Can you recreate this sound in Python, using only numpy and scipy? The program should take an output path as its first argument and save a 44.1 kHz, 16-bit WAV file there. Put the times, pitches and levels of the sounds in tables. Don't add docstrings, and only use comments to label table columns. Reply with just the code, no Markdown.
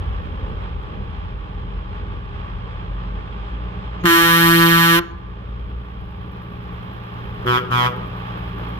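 import sys
import numpy as np
from scipy import signal
from scipy.fft import rfft, irfft, next_fast_len
from scipy.io import wavfile
from scipy.ndimage import uniform_filter1d

SR = 44100
rng = np.random.default_rng(int(sys.argv[2]) if len(sys.argv) > 2 else 0)


def master_out(mix):
    frames = np.transpose(np.atleast_2d(mix))
    ceiling = np.clip(frames, -1, 1)
    pcm = np.round(ceiling * 32767).astype(np.int16)
    wavfile.write(sys.argv[1], SR, pcm)


def volts_from_db(level):
    exponent = np.asarray(level, float) / 20
    return 10 ** exponent


N = 387638


def in_time(rows, t):
    s, *columns = np.transpose(rows)
    return [np.interp(t, s, c) for c in columns]


def at_hz(points, hz, column=1):
    p = np.array(points, float)
    return np.interp(np.log(hz + 1), np.log(p[:, 0] + 1), p[:, column])


def filtered(x, order, hz, kind="low"):
    return signal.sosfilt(signal.butter(order, hz, kind, fs=SR, output="sos"), x)


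def rms_one(x):
    return x / np.sqrt(np.mean(x ** 2) + 1e-20)


def drift(rate):
    r = np.exp(-80 * np.pi * rate / SR)
    slow = signal.lfilter([1], [1, -2 * r, r * r], rng.standard_normal(N // 40 + 2002))[2000:]
    return np.interp(np.arange(N) / 40, np.arange(len(slow)), rms_one(slow))


def placed(x, start_s):
    out, at = np.zeros((2, N)), int(start_s * SR)
    out[:, at:at + x.shape[1]] = x
    return out


def port_lead(ports, hz):
    return np.exp(1j * np.interp(hz, *np.transpose(ports)))


# pitch_hz, lead_radians
ROAD_LEAD = [(0, 0.34), (430, 0.87), (690, 2.45), (2840, 2.13), (3450, 8.4), (3880, 1.93), (4220, 9),
             (4910, 10.5), (5770, 10.2), (6890, 11.7), (10200, 21), (10600, 12), (12700, 30), (15500, 23.5)]
# pitch_hz, difference_db
ROAD_TILT = [(60, 0), (110, -0.5), (200, 2.5), (380, -4.5), (700, -1), (1290, 1), (2380, -8.5), (4400, -3),
             (8120, 19), (15000, -5.5)]
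# pitch_hz, share (0 to 1)
UNRELATED = [(40, 0.67), (200, 0.23), (700, 0.75), (3000, 0.83), (12000, 0.92)]


def at_ports(source, spectrum):
    size = 2 * next_fast_len(N // 2 + 1)
    hz = np.arange(size // 2 + 1) * SR / size
    direct, diffuse = rfft(source, size) * volts_from_db(at_hz(spectrum, hz)) * (hz < spectrum[-1][0])
    share = np.clip(at_hz(UNRELATED, hz), 0, 1)
    tilt = volts_from_db(at_hz(ROAD_TILT, hz) / 2)
    left = np.sqrt(1 - share ** 2) * direct * port_lead(ROAD_LEAD, hz) + share * diffuse
    out = irfft([left * tilt, direct / tilt], size)[:, :N]
    return out / np.std(out.mean(axis=0))


BLAST_DUCK_DB, TOOT_DUCK_DB, RECOVER_S = -4.5, -0.5, 0.36


def ducking():
    t = np.arange(N) / SR
    spans = [(4.05, 5.0, BLAST_DUCK_DB), (7.47, 7.6, TOOT_DUCK_DB), (7.71, 7.88, TOOT_DUCK_DB)]
    return volts_from_db(sum(db * (t > on) * np.exp(-np.maximum(t - off, 0) / RECOVER_S) for on, off, db in spans))


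# time_s, pitch_hz, level_db
DRONE_TONE = [(0.0, 54.76, -28), (0.73, 49.1, -32), (2.5, 49.1, -31), (2.67, 48.1, -37.5),
              (2.94, 47.44, -26.5), (3.72, 56.2, -30), (3.99, 56, -27.5), (4.09, 48.9, -42),
              (4.36, 49.6, -39), (4.48, 57.1, -57), (4.77, 51.1, -49), (5.53, 57.33, -27.5),
              (6.41, 62.15, -40.5), (7.2, 57.5, -48), (7.32, 58, -32), (7.54, 50.9, -57),
              (7.91, 50.25, -41), (8.79, 57.2, -32)]
# pitch_hz, level_db (per Hz)
RUMBLE_COLOUR = [(18, -37.5), (30, -12.5), (40, -4.5), (52, -7), (75, -3), (91, -3), (105, -17), (119, -18),
                 (135, -15), (180, -45), (300, -120)]
RUMBLE_DB, RUMBLE_FADE_DB, RUMBLE_FADE_S = -41.5, 12, 2.97


def drone():
    t = np.arange(N) / SR
    pitch_hz, tone_db = in_time(DRONE_TONE, t)
    cycles = np.cumsum(pitch_hz + 0.73 * drift(3.1)) / SR
    tone = np.sin(2 * np.pi * cycles) * volts_from_db(tone_db + 2.5 + 1.7 * drift(9.4))
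    rumble_db = RUMBLE_DB + RUMBLE_FADE_DB * np.exp(-t / RUMBLE_FADE_S) + 1.6 * drift(4.5)
    rumble = at_ports(rng.standard_normal((2, N)), RUMBLE_COLOUR)
    return tone + volts_from_db(rumble_db + 3) * ducking() ** 0.53 * rumble


# time_s, level_db
EFFORT = [
    (0, 0.2),
    (1.5, -.5),
    (3, 0.94),
    (4, 2),
    (5.25, -2),
    (6, -2.5),
    (7, 1),
    (7.4, 3),
    (8, 5),
    (8.79, 4.5),
]
# time_s, share of the usual cycle rate
ENGINE_SPEED = [(0, .97), (1.2, .985), (3.8, 1.0), (5.4, 1.0), (7.9, 1.0), (8.4, .995), (8.79, .97)]
# multiple_of_cycle, level_db
FIRING_TONES = [(6, -10.5), (12, 2), (18, -2), (20, -5), (32, -16.5), (42, -12), (63, -32.5), (88, -23.5),
                (120, -17)]
# pitch_hz, level_db (per Hz)
ROAR_COLOUR = [(74, -29), (125, -1), (145, -17), (156, -7), (178, -3.5), (221, -10), (303, -14), (370, -16),
               (409, -11), (620, -17.5), (810, -54), (1360, -120)]
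CLATTER_COLOUR = [(340, -11), (580, -10.5), (628, -5.5), (680, -11), (837, 0.5), (933, -5.5), (1150, 1),
                  (1310, -7), (1710, -9.5), (2020, -15.5), (3220, -15), (3930, -24.5), (4610, -31.5),
                  (5030, -31), (6200, -47), (8060, -53), (13600, -120)]
HISS_COLOUR = [(3410, -40.5), (5800, -5), (6330, -17), (7740, -15), (9120, -28), (10000, -2.5), (11200, -2),
               (12000, 6), (14100, 0.5), (15100, -6), (15800, -7)]
CYCLE_HZ, TICK_S = 9.715, 5.389
ROAR_DB, CLATTER_DB, HISS_DB, TONES_DB = -40.5, -43.5, -86, -39
ROAR_FOLLOWS, HISS_FOLLOWS, TONES_FOLLOWS = 0.71, .9, 0.79
LEAVING_S, LEAVING_ROAR_DB, LEAVING_CLATTER_DB, LEAVING_HISS_DB = 0.94, 7, 1.5, 9
EMERGE_S, HIDDEN_DB = 1.97, -8
CLEAR_S, CLEAR_HISS_DB = (4.7, 6.44), 12.5
TONE_WAVER_DB = 1.3


def lorry():
    t = np.arange(N) / SR
    effort_db, = in_time(EFFORT, t)
    leaving = np.exp(-t / LEAVING_S)
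    clearing_db = np.interp(t, CLEAR_S, (0, CLEAR_HISS_DB))
    roar_db = ROAR_DB + ROAR_FOLLOWS * effort_db + LEAVING_ROAR_DB * leaving
    clatter_db = CLATTER_DB + effort_db + LEAVING_CLATTER_DB * leaving
    hiss_db = HISS_DB + HISS_FOLLOWS * effort_db + LEAVING_HISS_DB * leaving + clearing_db
    tone_db = TONES_DB + TONES_FOLLOWS * effort_db + HIDDEN_DB * np.exp(-t / EMERGE_S)

    cycle = np.cumsum(in_time(ENGINE_SPEED, t)[0]) * CYCLE_HZ / SR
    cycle -= np.interp(TICK_S, t, cycle)
    firing = 1 + 0.13 * np.cos(12 * np.pi * cycle) + 0.022 * np.cos(4 * np.pi * cycle)
    tick = 1 + 1.1 * volts_from_db(3 * drift(4)) * np.exp(-(cycle % 1) / 0.086) * (t > 5)

    noise = rng.standard_normal((3, 2, N))
    roar = volts_from_db(roar_db - 0.5 + 1.6 * drift(2.9)) * at_ports(noise[0] * firing, ROAR_COLOUR)
    clatter = volts_from_db(clatter_db + 0.81 * drift(6.6)) * at_ports(noise[1] * firing, CLATTER_COLOUR)
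    hiss = volts_from_db(hiss_db + 1.1 * drift(20)) * at_ports(noise[2] * firing * tick, HISS_COLOUR)
    wobble = cycle + 0.0013 * drift(0.7)
    tones = np.zeros(N)
    for k, db in FIRING_TONES:
        tones += volts_from_db(db + TONE_WAVER_DB * drift(0.86)) * np.sin(2 * np.pi * k * wobble + k)
    return roar + clatter + hiss + volts_from_db(tone_db + 2.0) * tones


# time_s, peak_db
GRIT_CLICKS = [(0.2573, -60), (0.4923, -58), (0.8294, -57), (1.955, -65), (2.4997, -68), (2.9476, -63),
               (3.2261, -68.5), (3.7249, -64)]
# time_s, peak_db
PANEL_KNOCKS = [
    (1.952, -22),
    (8.386, -19),
    (8.495, -21),
    (8.595, -17),
]


def grit():
    out, t = np.zeros((2, 2, N)), np.arange(800) / SR
    for layer, events, decay_s in zip(out, (GRIT_CLICKS, PANEL_KNOCKS), (.002, .005)):
        for s, db in events:
            at = int(s * SR)
            layer[:, at:at + 800] += volts_from_db(db) * rng.standard_normal((2, 800)) * np.exp(-t / decay_s)
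    clicks = filtered(out[0], 2, 4000, "high")
    knocks = filtered(out[1], 3, [800, 1900], "band")
    return clicks + 0.6 * knocks


def scatter(db, t60, rise_s):
    t = np.arange(SR) / SR
    reply = rng.standard_normal((2, SR)) * volts_from_db(-60 * t / t60) * np.clip(t / rise_s, 0, 1)
    return reply * volts_from_db(db) / np.sqrt(np.sum(reply[0] ** 2))


# delay_s, level_db
ROCK_ECHOES = [
    (.045, -24.5),
    (.085, -23),
    (.16, -23.5),
]
TAIL_DB, TAIL_T60_S, ECHO_CUT_HZ = -23, 1.6, 1200
NEAR_DB, NEAR_T60_S, NEAR_CUT_HZ = -18.5, 0.46, 4700
ECHO_LOW_HZ = 221


def rock_face(x):
    reply = scatter(TAIL_DB, TAIL_T60_S, rise_s=0.037)
    for delay, db in ROCK_ECHOES:
        reply[:, int(delay * SR)] += volts_from_db(db)
    reply = filtered(reply, 3, ECHO_CUT_HZ)
    reply += filtered(scatter(NEAR_DB, NEAR_T60_S, rise_s=0.0036), 2, NEAR_CUT_HZ)
    reply = filtered(reply, 1, ECHO_LOW_HZ, "high")
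    start = 4 * SR
    return placed(signal.fftconvolve(x[:, start:], reply, axes=1)[:, :N - start], 4)


WARM_DULL_DB, WARM_S = 0.06, 0.025
RING_ONSET_S = 0.013


def valve(t, opens, shut, attack_s, free_s, free_dull_db, bloom_s, surge_db, settle_s, start_sharp,
          hold_dull_db, close_s, close_db, close_dull_db, end_sharp, ring_dull_db, ring_db_per_s):
    beating = np.maximum(t - opens - free_s, 0)
    after = np.maximum(t - shut, 0)
    closing = np.clip(1 + (t - shut) / close_s, 0, 1)
    settling = np.exp(-beating / settle_s)
    ringing = 1 - np.exp(-after / RING_ONSET_S)
    level_db = surge_db * settling - close_db * closing ** 2 - ring_db_per_s * after
    gain = np.clip((t - opens) / attack_s, 0, 1) * volts_from_db(level_db)
    sharp = start_sharp * settling + end_sharp * closing ** 2 * (1 - 0.74 * ringing)
    dull_db = hold_dull_db + WARM_DULL_DB * np.exp(-beating / WARM_S)
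    dull_db = dull_db + free_dull_db * np.exp(-beating / bloom_s)
    dull_db = dull_db + close_dull_db * closing + ring_dull_db * ringing
    return gain, sharp, dull_db


PUFF_DB, PUFF_S, PUFF_LEAD_S, PUFF_CUT_HZ = 6.5, 0.018, .001, (1400, 6800)


def puff(t, opens):
    since = t - opens + PUFF_LEAD_S
    hiss = filtered(rng.standard_normal(len(t)), 1, PUFF_CUT_HZ, "band")
    return volts_from_db(PUFF_DB) * np.clip(since / .002, 0, 1) * np.exp(-np.maximum(since, 0) / PUFF_S) * hiss


SHIMMER_DB, SHIMMER_PER_S = 5.5, 6.1


def wander_gain(spread):
    return (1 + SHIMMER_DB * spread * np.log(10) / 40) ** 2


BREATH_DB, BREATH_GATE, BREATH_CUT_HZ = -17, 0.6, 3000


def reed(cycles, dull_db, count):
    dull_db = np.maximum(dull_db, 0)
    turn = np.exp(2j * np.pi * cycles)
    partial, out = turn.copy(), np.zeros(len(cycles))
    step = turn * volts_from_db(-dull_db)
    knots = np.arange(len(cycles)) / SR * SHIMMER_PER_S
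    eddies = rng.standard_normal((count, 20))
    for k in range(count):
        if k % 3 == 0:
            wander = wander_gain(np.interp(knots, np.arange(20), eddies[k] * k / count))
        out -= wander * partial.real
        partial = partial * step
    breath = rng.standard_normal(len(cycles)) * (1 - BREATH_GATE * turn.real)
    breath = filtered(breath, 1, BREATH_CUT_HZ, "high")
    return out + volts_from_db(BREATH_DB - 7.0 * dull_db) * np.sqrt(count) * breath


def causal_phase(db):
    cepstrum = irfft(db * np.log(10) / 20)
    half = len(cepstrum) // 2
    cepstrum[1:half] *= 2
    cepstrum[half + 1:] = 0
    return rfft(cepstrum).imag


def bell(pulses, table, pitch_hz, columns, ports, causal=1, lead=((1, 0, 0),)):
    size = 2 * next_fast_len(len(pulses) // 2 + 4096)
    order = np.arange(size // 2 + 1) * SR / size / pitch_hz
    left_db, right_db = (at_hz(table, order, column=c) - 30 * np.clip(1 - order, 0, 1) for c in columns)
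    body = causal * causal_phase(at_hz(table, order, column=2))
    rows = 2.56 * rng.standard_normal((2, 200)) * (np.arange(200) > 40)
    uneven_db = [np.interp(order, np.arange(200), row) for row in rows]
    left = volts_from_db(left_db + uneven_db[0]) * port_lead(ports, order * pitch_hz)
    left = left * np.exp(1j * at_hz(lead, order))
    right = volts_from_db(right_db + uneven_db[1]) * np.exp(1j * at_hz(lead, order, column=2))
    return irfft(rfft(pulses, size) * np.exp(1j * body) * [left, right], size)[:, :len(pulses)]


FOURTH_BELOW_DB = 7


def deep_reed(cycles, dull_db, third_db):
    third = (volts_from_db(third_db) - 1) * np.cos(6 * np.pi * cycles)
    fourth = (volts_from_db(third_db - FOURTH_BELOW_DB) - 1) * np.cos(8 * np.pi * cycles)
    plain = reed(cycles, dull_db, count=126)
    return plain, plain - .9 * (third + fourth) * volts_from_db(1.2 - dull_db)


# multiple_of_pitch, left_db, right_db
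DEEP_COLOUR = [(1.001, -27, -28), (2, -36, -40), (3, -31.5, -32), (4.02, -31.5, -29), (5, -31, -26),
               (6, -23.5, -31), (7, -30, -46), (7.9, -28, -28), (9.1, -25.5, -23), (10, -21.5, -23.5),
               (10.9, -21.5, -25), (11.8, -26, -35), (13.4, -30, -24.5), (13.8, -45, -32),
               (15.3, -34, -24.5), (16, -36, -30), (17.2, -44, -30.5), (18, -32, -28), (19, -40, -31),
               (20.1, -37, -38), (21, -33, -38), (22.4, -33, -31), (23, -33, -38), (23.5, -40, -29),
               (24.8, -40, -26.5), (26, -33, -24.5), (27.3, -45, -23.5), (28, -39, -32), (29.3, -40, -32),
               (30.2, -41, -37), (31, -50, -48), (31.8, -44, -39), (33, -46, -40), (34, -40, -44),
               (34.6, -48, -42), (36, -41, -38), (36.8, -45, -43), (38, -44, -48), (39, -41, -47),
               (40, -41, -47),
               (41.7, -39, -45), (54.7, -47.5, -68.5), (69.5, -51, -73), (82.6, -49.5, -62),
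                   (97, -46, -42), (116, -48, -54)]
# pitch_hz, lead_radians
DEEP_LEAD = [(0, -1), (123, 0.44), (246, 0.35), (369, 0.74), (492, 1), (615, 2.1), (738, 3.5), (861, 1),
             (984, 1.2), (1107, 1.86), (1230, 2.14), (1353, 1.8), (1476, 1.4), (1599, 2.1), (1722, 1),
             (1845, 4), (1968, 1.5), (2091, 4), (2214, 3), (2337, 5.5), (2460, 6.5), (2583, 3.5),
             (2706, 2.3), (2829, 3.5), (2952, 4), (3075, 4.75), (3198, 4), (3321, 1.5), (3444, 6.5),
             (3567, 7.72), (3690, 8), (3813, 13), (3936, 7.5), (5340, 16), (6370, 17.5), (7490, 44.5),
             (9040, 46.6), (9990, 55.5), (11300, 60), (12700, 50.1), (15500, 56)]
DEEP_REED = dict(attack_s=.01, free_s=0.0092, free_dull_db=2.4, bloom_s=0.0047, surge_db=-4.5,
                 settle_s=0.035, start_sharp=0.85, hold_dull_db=0.36, close_s=0.017, close_db=4,
                 close_dull_db=0, end_sharp=2.77, ring_dull_db=0.3, ring_db_per_s=330)
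TOOT_HZ, PARTNER_DB, TOOT_PUFF_DB = 122.9, -2.2, -18
LAG_CYCLES_PER_S, PARTNER_PORT_CYCLES, CATCH_UP_CYCLES = 0.32, 0.0058, 0.036
WALL_S, WALL_HZ, WALL_DB = .062, (407, 556), -3
DEEP_CAUSAL = .95


def toot(opens, shut, level_db, lag, third_db):
    t = opens - .02 + np.arange(int(.33 * SR)) / SR
    gain, sharp, dull_db = valve(t, opens, shut, **DEEP_REED)
    cycles = TOOT_HZ * np.cumsum(1 + sharp / 100) / SR
    gain = gain * volts_from_db(level_db + 2)
    plain, shaped = gain * deep_reed(cycles, dull_db, third_db)
    first = shaped + volts_from_db(TOOT_PUFF_DB) * puff(t, opens - .008)
    catch_up = np.interp(t - shut, (-.022, -.006), (0, CATCH_UP_CYCLES))
    behind = lag + LAG_CYCLES_PER_S * (t - opens) - catch_up
    partner = gain * volts_from_db(PARTNER_DB) * deep_reed(cycles - behind, dull_db, third_db)[1]
    wall = np.roll(filtered(plain, 2, WALL_HZ, "band"), int(WALL_S * SR))

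    colour = DEEP_COLOUR
    out = bell(first + volts_from_db(WALL_DB) * wall, colour, TOOT_HZ, (1, 2), DEEP_LEAD, DEEP_CAUSAL)
    across = [(hz, lead - 2 * np.pi * hz / TOOT_HZ * PARTNER_PORT_CYCLES) for hz, lead in DEEP_LEAD]
    return placed(-out - bell(partner, colour, TOOT_HZ, (1, 2), across, DEEP_CAUSAL), t[0])


# opens_s, shut_s, level_db, partner_lag_cycles, third_partial_db
TWO_TOOTS = [
    (7.448, 7.586, 2, 0.069, 8.5),
    (7.696, 7.877, 2, 0.08, 0.5),
]


def toots():
    return sum(toot(*row) for row in TWO_TOOTS)


# multiple_of_pitch, first_left_db, first_right_db,
# second_left_db, second_right_db
BLAST_COLOUR = [(1, -19.5, -20, -20, -20.5), (2, -17, -15.5, -24.5, -23.5), (2.99, -37.5, -34, -37, -32.5),
                (4, -36, -33.5, -44.5, -39), (5.02, -33.5, -38, -28, -30.5), (6.09, -20.5, -21, -23.5, -25),
                (7, -18, -22.5, -23, -23), (7.97, -19, -23.5, -24, -28.5), (9.1, -20, -23, -26.5, -28.0),
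                (10.1, -23.5, -17.0, -23.5, -21.5), (10.92, -19, -15.5, -31.5, -24.5),
                (11.9, -36.5, -27.5, -45.5, -35), (12.4, -27.5, -25.5, -33.5, -22.5),
                (13.87, -29.5, -35.5, -31.5, -26.5), (14.8, -27, -33, -28, -39),
                (16.4, -40.5, -23, -36.5, -30.5), (17.5, -28, -27.5, -34, -26),
                (18.04, -34, -21.5, -45.5, -27), (18.87, -37, -19.5, -46, -26.5),
                (20.1, -47, -33, -42, -37.5), (21, -31.5, -26.5, -37.5, -29),
                (22, -39, -27.5, -46.5, -36.5), (22.8, -43.5, -44, -37, -29), (24.14, -33, -41, -39, -45),
                (25.3, -32, -29, -31.5, -35.5), (26, -32.5, -31.5, -34.5, -33.5),
                (26.4, -39, -38, -41, -47.0), (28, -39.5, -39, -43.5, -40), (28.7, -43, -35.5, -39, -42.5),
                (29.3, -46.5, -43, -44.5, -41.5), (31, -44, -43, -39, -46), (32, -38, -38.5, -36, -45.5),
                (32.8, -32, -44, -40.5, -47), (33.8, -43.5, -53.5, -35.5, -45),
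                (34.9, -37, -46, -40.5, -54), (36.2, -41.5, -47, -44.5, -58.5),
                (37, -44.5, -61, -46, -68.0), (38.1, -42.5, -62, -43.5, -66), (39, -41.5, -57, -44, -54.5),
                (39, -37.5, -56.5, -37.5, -49.5),
                (44, -47, -69, -52, -62), (48.3, -44.5, -58.5, -37.5, -61),
                    (50, -42.5, -54.5, -42, -58), (56, -54.5, -54.5, -48.5, -59),
                    (58.7, -39.5, -50.5, -36.5, -56.5), (64, -40.5, -46.5, -41, -43.5),
                    (70.2, -41.5, -38.5, -39.5, -29), (71, -45, -33.5, -39.5, -34),
                    (74.7, -32, -33.5, -43, -39), (80, -40, -41, -41.5, -35), (84, -36, -41, -39, -41),
                    (88, -33.5, -43.5, -37, -48.5), (92, -41, -59, -42.5, -57)]
# pitch_hz, lead_radians
BLAST_LEAD = [(0, 1.5), (168, 0.33), (336, 0.63), (503, 1.1), (671, 2), (839, -0.6), (1007, 1.56),
              (1175, 1.83), (1342, 1.52), (1510, 1.4), (1678, 2.03), (1846, 1.74), (2014, 1.9), (2181, 1.5),
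              (2349, 4), (2517, 4), (2685, 2.5), (2853, 6.5), (3020, 3.5), (3188, 5), (3356, 3),
              (3524, 9.5), (3692, 5.5), (3859, 9.5), (4027, 7), (4195, 8), (4363, 9.5), (4531, 10.5),
              (4698, 10), (4866, 10.5), (5034, 13.5), (5202, 16.5), (5370, 17), (7060, 18), (8100, 26.5),
              (9990, 35), (15500, 55.5)]
SECOND_LEAD = [(1.01, -0.02, -0.04), (2, 0.7, 0.72), (3.02, -0.7, 0), (4, -1.5, -2.01), (5, 0.75, -1.5),
               (6.03, -0.7, -0.8), (7, 0.25, -0.2), (8.9, -0.55, -0.2), (12, -.6, 0.1), (13, 2.7, 0.9),
               (14, 0, 0), (15.6, -.1, -1.5), (17, -0.5, 2.6), (18, -2.5, 0.5), (18.8, -5, -.1),
               (21.1, -0.7, 1.3), (23.95, -0.9, -0.2), (27.9, -0.4, -1.3), (32, -1, -0.5), (40, -2, -1.9),
               (70, 1.3, 3)]
LONG_REED = dict(attack_s=.005, free_s=.0155, free_dull_db=2.2, bloom_s=.0006, surge_db=4.0,
                 settle_s=.014, start_sharp=5.0, hold_dull_db=.045, close_s=.04, close_db=3.0,
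                 close_dull_db=.06, end_sharp=4.0, ring_dull_db=3.0, ring_db_per_s=300)
BLAST_HZ, TOGETHER_S = (167.835, 168.825), 4.63
OPENS_S, SHUT_S = 4.038, 4.993
SECOND_JOINS_S = (4.056, 4.105)


def blast():
    t = 4 + np.arange(int(1.12 * SR)) / SR
    gain, sharp, dull_db = valve(t, OPENS_S, SHUT_S, **LONG_REED)
    bent = np.cumsum(1 + sharp / 100 + 0.00052 * drift(18)[:len(t)]) / SR
    bent -= np.interp(TOGETHER_S, t, bent) - .0022
    first = reed(BLAST_HZ[0] * bent, dull_db, count=92)
    second = reed(BLAST_HZ[1] * bent, dull_db, count=92)
    gain = gain * volts_from_db(.5 * drift(1.1)[:len(t)])
    first = gain * first + puff(t, OPENS_S)
    second = gain * np.interp(t, SECOND_JOINS_S, (0, 1)) * second

    colour = BLAST_COLOUR
    out = bell(first, colour, BLAST_HZ[0], (1, 2), BLAST_LEAD)
    out = out + bell(second, colour, BLAST_HZ[1], (3, 4), BLAST_LEAD, lead=SECOND_LEAD)
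    return placed(out, 4)


TOOT_WET_DB = 6


def scene():
    long, short = blast(), toots()
    echoes = rock_face(long + volts_from_db(TOOT_WET_DB) * short)
    background = uniform_filter1d(ducking(), size=400) * lorry() + drone() + grit()
    return long + short + echoes + background


def top_cut(x):
    return signal.sosfilt(signal.butter(12, 15940, fs=SR, output="sos"), x)


def record(dry):
    cut = filtered(dry, 3, 32, "high")
    rounded = .94 * cut / (1 + np.abs(cut) ** 6) ** (1 / 6)
    mix = signal.sosfilt(signal.cheby2(16, 60, 16050, fs=SR, output="sos"), rounded)
    return top_cut(mix)


dry = scene()
out = record(dry)
master_out(out)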